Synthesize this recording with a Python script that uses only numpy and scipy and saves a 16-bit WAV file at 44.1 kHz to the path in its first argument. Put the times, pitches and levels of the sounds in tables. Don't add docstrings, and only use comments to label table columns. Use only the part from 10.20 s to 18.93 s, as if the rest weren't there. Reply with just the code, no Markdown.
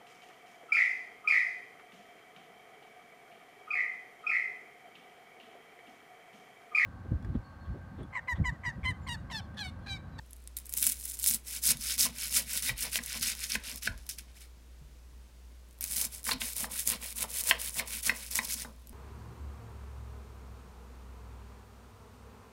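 import sys
import numpy as np
from scipy import signal
from scipy.fft import rfft, irfft
from scipy.io import wavfile
from scipy.ndimage import uniform_filter1d

SR = 44100
rng = np.random.default_rng(int(sys.argv[2]) if len(sys.argv) > 2 else 0)


def to_wav(s):
    ch = np.atleast_2d(s).T
    pcm = np.round(np.clip(ch, -1, 1) * 32767)
    wavfile.write(sys.argv[1], SR, pcm.astype(np.int16))


N = 384993

# (time [s], crackle level [dB], crunch level [dB])
CRUSH_LEVELS = [(0.36, -83, -88), (0.375, -46, -58), (0.42, -63, -72), (0.44, -68, -67), (0.46, -58, -72),
                (0.468, -66.5, -64), (0.508, -56, -70), (0.532, -47, -60), (0.564, -44.5, -58),
                (0.572, -36, -56), (0.612, -36.5, -57), (0.628, -36, -37), (0.656, -30.5, -50),
                (0.671, -36, -47), (0.687, -33.5, -51), (0.723, -37.5, -51), (0.751, -50.5, -59.5),
                (0.827, -47, -68), (0.855, -40, -58), (0.867, -47.5, -57), (0.899, -39, -68),
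                (0.935, -46.5, -59.0), (0.943, -36.5, -57), (0.967, -57, -65), (0.991, -46, -63),
                (1.011, -44.5, -55), (1.031, -34.5, -57), (1.051, -37.5, -57), (1.075, -24, -52),
                (1.13, -33.5, -48), (1.146, -28, -49), (1.182, -58, -62), (1.23, -71, -73),
                (1.274, -43, -54.5), (1.374, -39, -45.5), (1.414, -59, -69), (1.418, -47, -63),
                (1.442, -30, -46.5), (1.514, -24.5, -35.5), (1.549, -60, -52), (1.589, -53, -65),
                (1.613, -40.5, -51.5), (1.713, -33.5, -37), (1.757, -40, -48.0), (1.773, -56, -61),
                (1.781, -36.0, -44.0), (1.801, -23.5, -39), (1.861, -30, -37), (1.885, -50, -49.5),
                (1.925, -60, -60), (1.988, -41, -48), (2.036, -37, -40), (2.104, -43, -52.5),
                (2.172, -23.5, -32), (2.252, -56, -57.5), (2.308, -37, -42.5), (2.328, -40.5, -44.5),
                (2.376, -33, -39), (2.412, -46, -50), (2.42, -50.0, -66), (2.423, -37.0, -46),
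                (2.487, -33.5, -34), (2.551, -69, -62), (2.583, -43, -45.5), (2.627, -32.5, -41.5),
                (2.671, -46, -41), (2.711, -52, -57.5), (2.731, -38, -40.5), (2.775, -32.5, -38),
                (2.795, -58, -55), (2.819, -52, -59), (2.914, -41.5, -41.5), (2.974, -42.5, -42),
                (3.006, -46.5, -57), (3.03, -29, -35), (3.05, -37.5, -38), (3.082, -31.5, -37),
                (3.134, -42.5, -41.5), (3.146, -54, -59), (3.242, -36.5, -40), (3.282, -49.5, -58),
                (3.305, -35, -40), (3.357, -37, -37.5), (3.377, -61, -56), (3.433, -62, -58.5),
                (3.437, -49, -48), (3.501, -42, -42), (3.569, -54.0, -61), (3.577, -42.5, -54),
                (3.609, -69, -72), (3.625, -44, -47), (3.673, -38.5, -39.5), (3.685, -58, -59),
                (3.768, -72.5, -66.0), (3.78, -64, -60), (3.856, -67, -74.5), (3.888, -63, -69),
                (3.892, -36, -46.5), (3.972, -65.5, -74), (3.988, -42, -45), (4.012, -61.0, -64),
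                (4.064, -78.5, -72), (4.104, -73.0, -63), (4.128, -79.0, -77), (4.172, -57.5, -57.5),
                (4.195, -64, -71), (4.215, -52.5, -55.5), (4.319, -86, -80), (5.59, -81, -84),
                (5.602, -88, -81), (5.61, -49, -57.5), (5.642, -40.5, -45), (5.67, -44.5, -59),
                (5.726, -37, -49.0), (5.758, -39, -52.0), (5.762, -32, -44), (5.854, -34, -46.5),
                (5.894, -62, -66.5), (5.938, -42.5, -54), (5.989, -50, -59.0), (6.037, -70, -79),
                (6.041, -47, -65), (6.049, -40.5, -54), (6.081, -33.5, -41), (6.129, -39, -55),
                (6.133, -36, -33), (6.145, -64, -49), (6.193, -62, -62), (6.209, -38.5, -40.5),
                (6.265, -38.5, -45.5), (6.333, -43.5, -55), (6.345, -50, -66), (6.365, -36.5, -50),
                (6.444, -37, -45.5), (6.488, -66, -66), (6.512, -42.0, -51.5), (6.584, -38, -45),
                (6.592, -31.5, -42.5), (6.652, -49.5, -60), (6.672, -32, -45.5), (6.704, -29, -39),
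                (6.752, -47, -42.5), (6.792, -61, -64.0), (6.831, -41, -45), (6.927, -45, -53),
                (6.943, -67, -66), (6.959, -42, -58.5), (6.987, -35, -45), (6.999, -45, -48),
                (7.027, -30.5, -39), (7.071, -62, -60.5), (7.107, -40.5, -54), (7.119, -44.5, -53),
                (7.155, -36.5, -46.5), (7.211, -33, -44.5), (7.227, -48, -58), (7.298, -24.5, -34),
                (7.33, -50.0, -49), (7.378, -63, -52), (7.398, -38.5, -48), (7.486, -38.5, -44.5),
                (7.522, -50.0, -65), (7.594, -32, -35.5), (7.626, -61, -49), (7.65, -65.0, -58.0),
                (7.682, -39, -47), (7.69, -45, -53.0), (7.737, -38.0, -41.5), (7.805, -43.5, -51),
                (7.817, -60, -67), (7.833, -34, -51), (7.841, -42.0, -49.0), (7.869, -27.5, -36.5),
                (7.933, -59, -55), (7.961, -43.5, -51), (7.985, -47.5, -54.0), (8.033, -46.5, -48.5),
                (8.085, -47.5, -56), (8.097, -58, -66), (8.113, -40.5, -47), (8.148, -39.5, -52),
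                (8.156, -34, -38.5), (8.184, -31, -45), (8.2, -50, -48), (8.224, -47.0, -57),
                (8.252, -36.5, -45), (8.264, -47.5, -55), (8.308, -36, -42.5), (8.34, -33, -47),
                (8.356, -45.5, -56.0), (8.42, -40.5, -45.5), (8.472, -63, -70.5), (8.56, -76.5, -74.5)]
# (time [s], drag level [dB], thud level [dB])
PAN_LEVELS = [(0.44, -79, -73.0), (0.536, -78, -78), (0.552, -62, -60), (0.608, -76, -61.5),
              (0.663, -60, -58.0), (0.687, -73, -53), (0.767, -77.0, -72), (0.991, -74.5, -70),
              (1.035, -72, -68.5), (1.146, -61.5, -45), (1.21, -77, -77), (1.382, -64, -64),
              (1.43, -83, -76.0), (1.45, -66, -62), (1.514, -50, -43.5), (1.597, -74.0, -57),
              (1.725, -60.5, -68), (1.769, -79, -62), (1.797, -56, -49), (1.853, -60, -51),
              (1.857, -41, -51), (1.877, -51, -44.5), (1.937, -68, -57.5), (2.04, -66.0, -64),
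              (2.088, -67.0, -61.0), (2.128, -63.0, -58), (2.208, -50.5, -52), (2.268, -77, -59),
              (2.356, -55.5, -58), (2.392, -70, -64), (2.523, -52, -48), (2.555, -64.5, -68),
              (2.603, -78, -64.0), (2.651, -45.5, -55), (2.683, -55, -51), (2.727, -75, -72),
              (2.759, -65, -56), (2.807, -54, -49), (2.859, -70.0, -70), (2.934, -66, -60),
              (2.946, -48, -56.5), (2.978, -55, -53), (3.006, -75.5, -43), (3.026, -67, -60),
              (3.066, -58.5, -55), (3.194, -68, -66), (3.337, -67.0, -60), (3.357, -68, -46),
              (3.381, -66.5, -45), (3.401, -67.5, -71), (3.549, -58.5, -54), (3.629, -88, -78),
              (3.681, -62.0, -46), (3.729, -57, -56), (3.784, -76.0, -70.5), (3.968, -81, -76.0),
              (4.024, -79, -63), (4.1, -77.5, -80), (5.57, -78.5, -77), (5.65, -61.5, -57),
              (5.686, -73, -62), (5.71, -65.0, -60), (5.854, -52.5, -53), (5.922, -88, -70.0),
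              (5.938, -64, -67.0), (6.037, -73, -77.5), (6.089, -46, -48), (6.157, -59, -47.5),
              (6.193, -66, -59.5), (6.237, -54, -49.0), (6.273, -58, -67), (6.349, -70, -76),
              (6.365, -60, -66), (6.44, -49, -48), (6.652, -68, -72), (6.68, -50.5, -53),
              (6.756, -47.5, -48.5), (6.788, -70, -65.0), (6.835, -51.5, -59.0), (6.895, -67, -75.5),
              (6.939, -68, -65), (7.051, -44.5, -51), (7.079, -59.5, -64), (7.243, -58, -66.0),
              (7.255, -54, -59), (7.334, -43, -55.5), (7.382, -55.5, -63), (7.522, -62, -64),
              (7.55, -75, -76.5), (7.558, -55.5, -56), (7.614, -43, -53.0), (7.674, -60.5, -69),
              (7.737, -58, -57), (7.801, -65.0, -61), (7.829, -70.5, -75), (7.865, -50, -52),
              (7.917, -46.5, -50), (7.961, -54.5, -61.0), (8.097, -71, -67), (8.156, -53, -59),
              (8.196, -46, -53), (8.256, -57.5, -60), (8.336, -62.5, -54.5), (8.444, -60.0, -59.5),
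              (8.46, -51, -51.5), (8.56, -71, -68)]
# (time [s], depth [0-1])
BLADE_DEPTH = [(0.5, .02), (1.15, 0.13), (1.5, 0.6), (1.85, 0.68), (2.2, 0.34), (2.6, 0.27), (3.0, .95),
               (3.7, 0.92), (4.2, 0.65), (5.7, 0.1), (6.15, .3), (6.6, 0.04), (7.3, 0.05), (7.8, .2),
               (8.4, 0.62)]
# (start [s], end [s], tick level [dB])
BLADE_RESTS = [(0.06, 0.33, -41), (0.44, 0.56, -26), (5.47, 5.6, -45), (8.54, 8.7, -49)]
# (time [s], level [dB], pitch [Hz], splinter spray [0-1])
GRAIN_SNAPS = [(0.1082, -35, 12000, 0.3), (0.1321, -28, 10500, 0.1), (0.166, -39, 10700, 0.2),
               (0.2752, -25.5, 9500, 0.1), (0.367, -30, 7170, 0.2), (0.369, -14.5, 12300, 0.4),
               (0.387, -24, 11900, 0.2), (0.4, -34, 14400, 0.2), (0.4571, -29, 12600, 0),
               (0.494, -22, 10900, 0.3), (0.5257, -20.5, 11600, 0.2), (0.5384, -12, 14900, 0.1),
               (0.5715, -14.5, 10000, 0.2), (0.5763, -11, 11700, 0.3), (0.5844, -16, 11500, 0.2),
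               (0.6177, -15, 12200, 0.2), (0.6265, -4.5, 10800, 0.5), (0.6417, -10, 10600, 0.1),
               (0.6676, -2.5, 9900, 0.26), (0.6728, -5.5, 15100, 0.2), (0.691, -13, 11400, 0.6),
               (0.6978, -12, 9880, 0), (0.7204, -12.5, 10300, 0), (0.725, -21, 10400, 0.3),
               (0.7998, -24, 10000, 0.3), (0.8114, -27, 11100, 0.3), (0.855, -16, 10600, 0.2),
               (0.8884, -27, 13000, 0.2), (0.8988, -20, 9160, 0.5), (0.9717, -30, 7040, 0.2),
               (0.9901, -19.5, 10100, 0.3), (0.9977, -18, 10300, 0.3), (1.042, -8, 9900, 0.05),
               (1.0618, -9, 8370, 0.2), (1.073, -7, 10500, 0), (1.0896, -14, 9840, 0.2),
               (1.2735, -31, 10000, 0.2), (1.464, -9, 10200, 0.2), (1.4712, -8, 12100, 0.2),
               (1.506, -6, 10600, 0.3), (1.5712, -24, 10400, 0.2), (1.7802, -17, 5640, 0.3),
               (1.8, -11, 5360, 0), (2.1256, -16, 5760, 0.2), (2.3328, -14, 7480, 0.3),
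               (2.3746, -12, 9900, 0.3), (2.425, -18, 7410, 0.1), (2.5804, -23, 8820, 0.2),
               (2.7182, -25, 8720, 0.2), (2.7303, -19, 8830, 0.3), (2.7574, -11, 5010, 0.3),
               (2.8365, -20.5, 8750, 0.6), (2.8612, -17.5, 9400, 0.4), (2.975, -21, 5590, 0.3),
               (3.024, -18, 5750, 0.1), (3.1513, -25, 5420, 0.4), (3.301, -19, 5850, 0.3),
               (3.5598, -21.5, 5350, 0.2), (3.6327, -20.5, 12100, 0.2), (3.7778, -35, 5270, 0.2),
               (3.8661, -32, 5260, 0.4), (3.8914, -18, 8950, 0.2), (3.9865, -26.5, 5300, 0.2),
               (5.5099, -42, 10900, 0.2), (5.5283, -45, 9530, 0.2), (5.588, -40, 10600, 0.2),
               (5.6093, -14.5, 13700, 0.3), (5.6271, -17, 10200, 0.2), (5.641, -12, 8600, 0.1),
               (5.7134, -22, 10200, 0.2), (5.7224, -16, 9780, 0.3), (5.7614, -22, 11500, 0.2),
               (5.8135, -10, 5850, 0.6), (5.853, -23, 11100, 0.2), (5.87, -31, 6590, 0.2),
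               (6.0313, -31, 9280, 0), (6.0422, -23, 12900, 0.3), (6.2078, -32, 4270, 0.2),
               (6.3654, -18, 9320, 0.6), (6.4064, -17, 9320, 0.2), (6.6573, -23, 10000, 0.2),
               (6.6753, -5.5, 9650, 0.1), (6.9586, -32, 8950, 0.2), (7.007, -17, 9000, 0.5),
               (7.238, -15, 10600, 0.3), (7.399, -26, 9720, 0.1), (7.5428, -20.5, 10400, 0.5),
               (7.832, -24, 9810, 0.2), (8.1127, -16.5, 10900, 0.1), (8.1558, -8, 7560, 0.2),
               (8.672, -33, 10600, 0.4), (8.6944, -32, 10000, 0.3)]
# (time [s], level [dB], clack centre [Hz], half width [oct], chatter decay [s],
# thud re clack [dB])
BLADE_KNOCKS = [(2.493, -16, 2100, 0.19, 0.005, -24), (2.757, -19, 2300, 0.63, 0.0027, -22),
                (2.789, -24, 1830, .3, 0.0026, -23), (3.353, -18.5, 2280, 0.17, 0.0027, -15),
                (3.355, -20.5, 1640, 0.14, 0.0004, -27), (3.674, -14.5, 1560, 0.14, 0.00082, -23),
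                (3.675, -23, 2350, .2, 0.0013, -25), (6.068, -31, 1530, 0.51, .002, -24),
                (6.091, -18.5, 1320, 0.73, 0.0034, -20), (6.112, -17.5, 2200, 0.96, 0.0071, -28),
                (6.117, -14.5, 4180, 0.13, .008, -17), (6.217, -21, 2740, 0.48, 0.0036, -23),
                (6.443, -24, 1200, .6, .002, -9), (6.734, -29.5, 4270, 0.099, 0.0045, -13),
                (7.041, -30.5, 930, 0.68, 0.0022, -14), (7.311, -5, 2300, 0.42, 0.0013, -38),
                (7.313, -22, 920, .3, 0.0011, -30), (7.596, -18.5, 1920, 0.25, 0.0047, -20),
                (7.895, -8.5, 2170, .3, 0.003, -24), (7.897, -28, 940, 0.26, .001, -30),
                (8.189, -14.5, 2090, 0.21, 0.0019, -16), (8.190, -27.5, 970, .3, .001, -30),
                (8.449, -32.5, 897, 0.98, 0.0057, -2.5)]
# (time [s], level [dB], pitch [Hz])
PAN_BUMPS = [(1.55, -41, 143), (2.499, -33, 122), (2.784, -47, 221), (3.018, -43.5, 87.5),
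             (3.358, -41, 226), (3.689, -31.5, 88), (3.719, -38, 95), (4.612, -43.5, 146),
             (4.939, -52, 86.1), (6.138, -39, 259), (8.7, -45, 223)]
# (frequency [Hz], level [dB], T60 [s])
PAN_MODES = [(489, -19.5, 0.12), (677, -10, 0.11), (920, -11.5, 0.028), (1054, -6.5, 0.054),
             (1569, -1.5, .05), (1724, -13, 0.055), (2003, -5, 0.11), (2300, -3, .04), (2600, -11, 0.037),
             (2820, -13.5, 0.037), (3110, -6, 0.086), (3800, -2, 0.057), (4292, -1, 0.039),
             (5360, -5, 0.057), (6560, -7, 0.068), (7800, -7.5, 0.042), (8900, -9.5, 0.037),
             (10600, -5, .045)]
# (frequency [Hz], gain [dB])
CRUST_EQ = [(1000, -42), (2500, -20), (4000, -13.5), (5300, -9), (7000, -3.5), (8700, 1), (10300, 3),
            (12500, -4), (15500, -4.5)]
DEEP_EQ = [(1000, -44), (3000, -16), (4300, -5), (5200, 0.5), (6300, -1.5), (7400, -3.5), (8500, -3),
           (10300, -2), (12500, -6), (15500, -13.5)]
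CRUNCH_EQ = [(700, -35), (1250, -11.5), (1550, -6), (1950, -2.5), (2400, 2), (2850, -1), (3300, -1.5),
             (4300, -2), (5400, -1.5), (7500, -15), (12000, -23.5)]
DRAG_EQ = [(250, -22.5), (390, -13), (490, 2), (590, -3.5), (680, -1.5), (780, -6.5), (950, 0), (1100, 1.5),
           (1350, -6), (2200, -31)]
THUD_EQ = [(50, -15), (90, -11), (140, -6), (175, -6), (235, 3.5), (285, -11), (340, -17.5), (600, -34)]
AIR_EQ = [(20, -17.5), (43, -12.5), (62, -4), (88, -19.5), (113, -17.5), (262, -23), (446, -25.5),
          (825, -31.5), (2500, -34.5), (7100, -37.5), (14700, -43.5), (16000, -46.5)]
# (frequency [Hz], T60 [s])
KITCHEN_T60 = [(150, 0.2), (600, 0.26), (2000, 0.17), (6000, 0.15), (15000, 0.11)]

HUM_HZ, HUM_RMS_DB = 60.1, -52.5
AIR_RMS_DB = -65.5
CUTOFF_HZ = 16050


def cutting():
    shallow = shower(CRUST_EQ, 3500, 15600, per_s=4000, size_db=3.5, cycles=0.96, clump_db=2.5,
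                     window_s=0.045)
    deep = shower(DEEP_EQ, 3400, 17700, per_s=7000, size_db=3.5, cycles=1.7, clump_db=3.5,
                  window_s=0.049)
    depth = curve(BLADE_DEPTH, 1)
    crackle = np.sqrt(1 - depth) * shallow + np.sqrt(depth) * deep
    crunch = shower(CRUNCH_EQ, 1325, 5970, per_s=3000, size_db=2.5, cycles=1.5, clump_db=0.8,
                    window_s=0.047)
    drag = shower(DRAG_EQ, 410, 1400, per_s=1200, size_db=2.5, cycles=0.75, clump_db=2.5, window_s=0.082)
    thud = shower(THUD_EQ, 91, 400, per_s=800, size_db=1.0, cycles=0.17, clump_db=6.5, window_s=0.14)
    return (crackle * amp(curve(CRUSH_LEVELS, 1) + 1.15) + crunch * amp(curve(CRUSH_LEVELS, 2) - 1.2)
            + drag * amp(curve(PAN_LEVELS, 1) - 3.1) + thud * amp(curve(PAN_LEVELS, 2) - 1.76))


def shower(eq, low_hz, high_hz, per_s, size_db, cycles, clump_db, window_s, pitches=24):
    clumps = amp(clump_db * unit_rms(uniform_filter1d(rng.standard_normal(N), 128)))
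    sizes = amp(size_db * np.minimum(rng.exponential(1, N), 5)) * rng.choice([-1, 1], N)
    breaks = clumps * sizes * impulses(per_s)
    pitch_index = rng.integers(0, pitches, N)
    grains = np.zeros(N)
    for k, hz in enumerate(np.linspace(low_hz, high_hz, pitches)):
        grain = unit_rms(cell_burst(hz, ring_s=cycles / hz, tear_s=0.00031, tear_gain=0.25))
        grains += signal.oaconvolve(breaks * (pitch_index == k), grain)[:N]
    sound = coloured(grains, eq)
    window = signal.windows.hann(2 * int(window_s * SR / 2) + 1)
    power = abs(signal.oaconvolve(sound ** 2, window / window.sum(), "same"))
    return sound / np.sqrt(power + 1e-12)


def cell_burst(hz, ring_s, tear_s, tear_gain, samples=256):
    t = np.arange(samples) / SR
    ring = np.sin(2 * np.pi * hz * t) * np.exp(-t / ring_s)
    tear = np.diff(rng.standard_normal(samples + 1)) * np.exp(-t / tear_s)
    return ring + tear_gain * tear


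def snaps():
    out, t = np.zeros(N), np.arange(SR // 40) / SR
    eq = [(300, -14), (900, -7.5), (2000, 2.5), (6000, 6.5), (11000, 9.5), (16000, 1)]
    for time_s, db, hz, spray in GRAIN_SNAPS:
        splinters = rng.standard_normal(len(t)) * impulses(1500, len(t)) * np.exp(-t / 0.004)
        breaks = (t == 0) + spray * splinters
        grain = cell_burst(hz, ring_s=0.0001, tear_s=0.0011, tear_gain=0.22)
        snap = coloured(signal.oaconvolve(breaks, grain)[:len(t)], eq)
        add(out, time_s, amp(db) * snap / np.linalg.norm(snap))
    return amp(6.5) * out


def pops():
    sizes = amp(5.45 * np.minimum(rng.exponential(1, N), 2)) * impulses(per_s=45)
    eq = [(300, -20.5), (900, -12.5), (2100, 2), (6000, 1.5), (11000, 2), (16000, -2.5)]
    pop = coloured(cell_burst(9700, ring_s=0.00006, tear_s=0.00065, tear_gain=0.14), eq)
    push = amp(curve(CRUSH_LEVELS, 1) + 11) * (1 - curve(BLADE_DEPTH, 1))
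    return signal.oaconvolve(sizes * push, pop / np.linalg.norm(pop))[:N]


def flake_ticks():
    t = np.arange(N) / SR
    ticks = amp(-14 * rng.random(N)) * impulses(per_s=60)
    touch = sum(amp(db) * (t > start_s) * (t < end_s) for start_s, end_s, db in BLADE_RESTS)
    flake = coloured(cell_burst(11000, ring_s=0.0001, tear_s=0.0003, tear_gain=0.2), CRUST_EQ)
    return signal.oaconvolve(ticks * touch, flake / abs(flake).max())[:N]


def knocks():
    out, t = np.zeros(N), np.arange(SR // 4) / SR
    ring_eq = [(400, 2), (1000, 5.5), (2500, 4.5), (5300, 2), (8000, -11.5)]
    thud = unit_rms(np.sin(2 * np.pi * 232 * t) * np.exp(-t / 0.017) * (1 - np.exp(-t / 0.0029)))
    for time_s, db, hz, half_oct, chatter_s, thud_db in BLADE_KNOCKS:
        chatter = rng.standard_normal(len(t)) * np.exp(-t / chatter_s)
        blow = unit_rms(t == 0) + 0.94 * unit_rms(chatter)
        band_hz = [hz / 2 ** half_oct, hz * 2 ** half_oct]
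        bandpass = signal.butter(3, band_hz, "band", fs=SR, output="sos")
        clack = unit_rms(signal.sosfilt(bandpass, blow))
        ring = unit_rms(pan_ring(coloured(blow, ring_eq)))
        add(out, time_s, amp(db) * (clack + amp(-7.5) * ring + amp(thud_db) * thud))
    return amp(-28) * out


def pan_ring(x):
    t = np.arange(SR // 8) / SR
    ring = sum(amp(db - 60 * t / t60_s) * np.sin(2 * np.pi * hz * t) for hz, db, t60_s in PAN_MODES)
    return signal.oaconvolve(x, ring / np.linalg.norm(ring))[:len(x)]


def bumps():
    out, t = np.zeros(N), np.arange(SR // 3) / SR
    wobble = np.sin(2 * np.pi * 44 * t) * np.exp(-t / 0.074)
    attack = 1 - np.exp(-t / 0.004)
    for time_s, db, hz in PAN_BUMPS:
        thump = np.sin(2 * np.pi * hz * t) * np.exp(-t / 0.021)
        add(out, time_s, amp(db) * (thump + 0.45 * wobble) * attack)
    return amp(-1.5) * out


def kitchen_reverb(x):
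    taps = rng.standard_normal(SR // 2) * impulses(3000, SR // 2)
    taps[:SR // 400] = 0
    hz, t, spectrum = signal.stft(taps, SR, nperseg=256)
    decay = amp(-60 * t / at_hz(KITCHEN_T60, hz)[:, None])
    tail = signal.istft(spectrum * decay, SR)[1]
    return signal.oaconvolve(x, tail / np.linalg.norm(tail))[:N]


def hum_and_air():
    hum = np.sqrt(2) * amp(HUM_RMS_DB) * np.sin(2 * np.pi * HUM_HZ * np.arange(N) / SR)
    hz = np.fft.rfftfreq(N, 1 / SR)
    spectrum = rfft(rng.standard_normal(N)) * amp(at_hz(AIR_EQ, hz))
    upper_rms = irfft(spectrum * (hz > 300), N).std()
    return hum + amp(AIR_RMS_DB) * irfft(spectrum, N) / upper_rms


def amp(db):
    return 10 ** (np.asarray(db) / 20)


def unit_rms(x):
    return x / np.sqrt(np.mean(x ** 2) + 1e-20)


def impulses(per_s, samples=N):
    return rng.random(samples) < per_s / SR


def curve(rows, column):
    rows = np.array(rows)
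    return np.interp(np.arange(N) / SR, rows[:, 0], rows[:, column])


def at_hz(points, hz):
    points_hz, values = np.transpose(points)
    return np.interp(np.log(hz + 1), np.log(points_hz + 1), values)


def coloured(x, eq, size=4096):
    log_gain = np.log(amp(at_hz(eq, abs(np.fft.fftfreq(size, 1 / SR)))))
    taps = np.fft.ifft(np.exp(np.conj(signal.hilbert(log_gain)))).real
    return signal.oaconvolve(x, taps[:size // 2])[:len(x)]


def add(mix, time_s, sound):
    part = mix[max(round(time_s * SR), 0):][:len(sound)]
    part += sound[:len(part)]


def scene():
    grains = cutting() + pops() + snaps()
    grains += amp(-15) * pan_ring(grains)
    pan = knocks() + bumps()
    room = kitchen_reverb(amp(-17.5) * grains + amp(-12) * pan)
    return (grains + pan + room + hum_and_air() + flake_ticks())[None]


def record(dry):
    lowpass = signal.firwin(255, CUTOFF_HZ, window=("kaiser", 8), fs=SR)
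    return signal.oaconvolve(dry, lowpass[None], "same")


dry = scene()
out = record(dry)
to_wav(out)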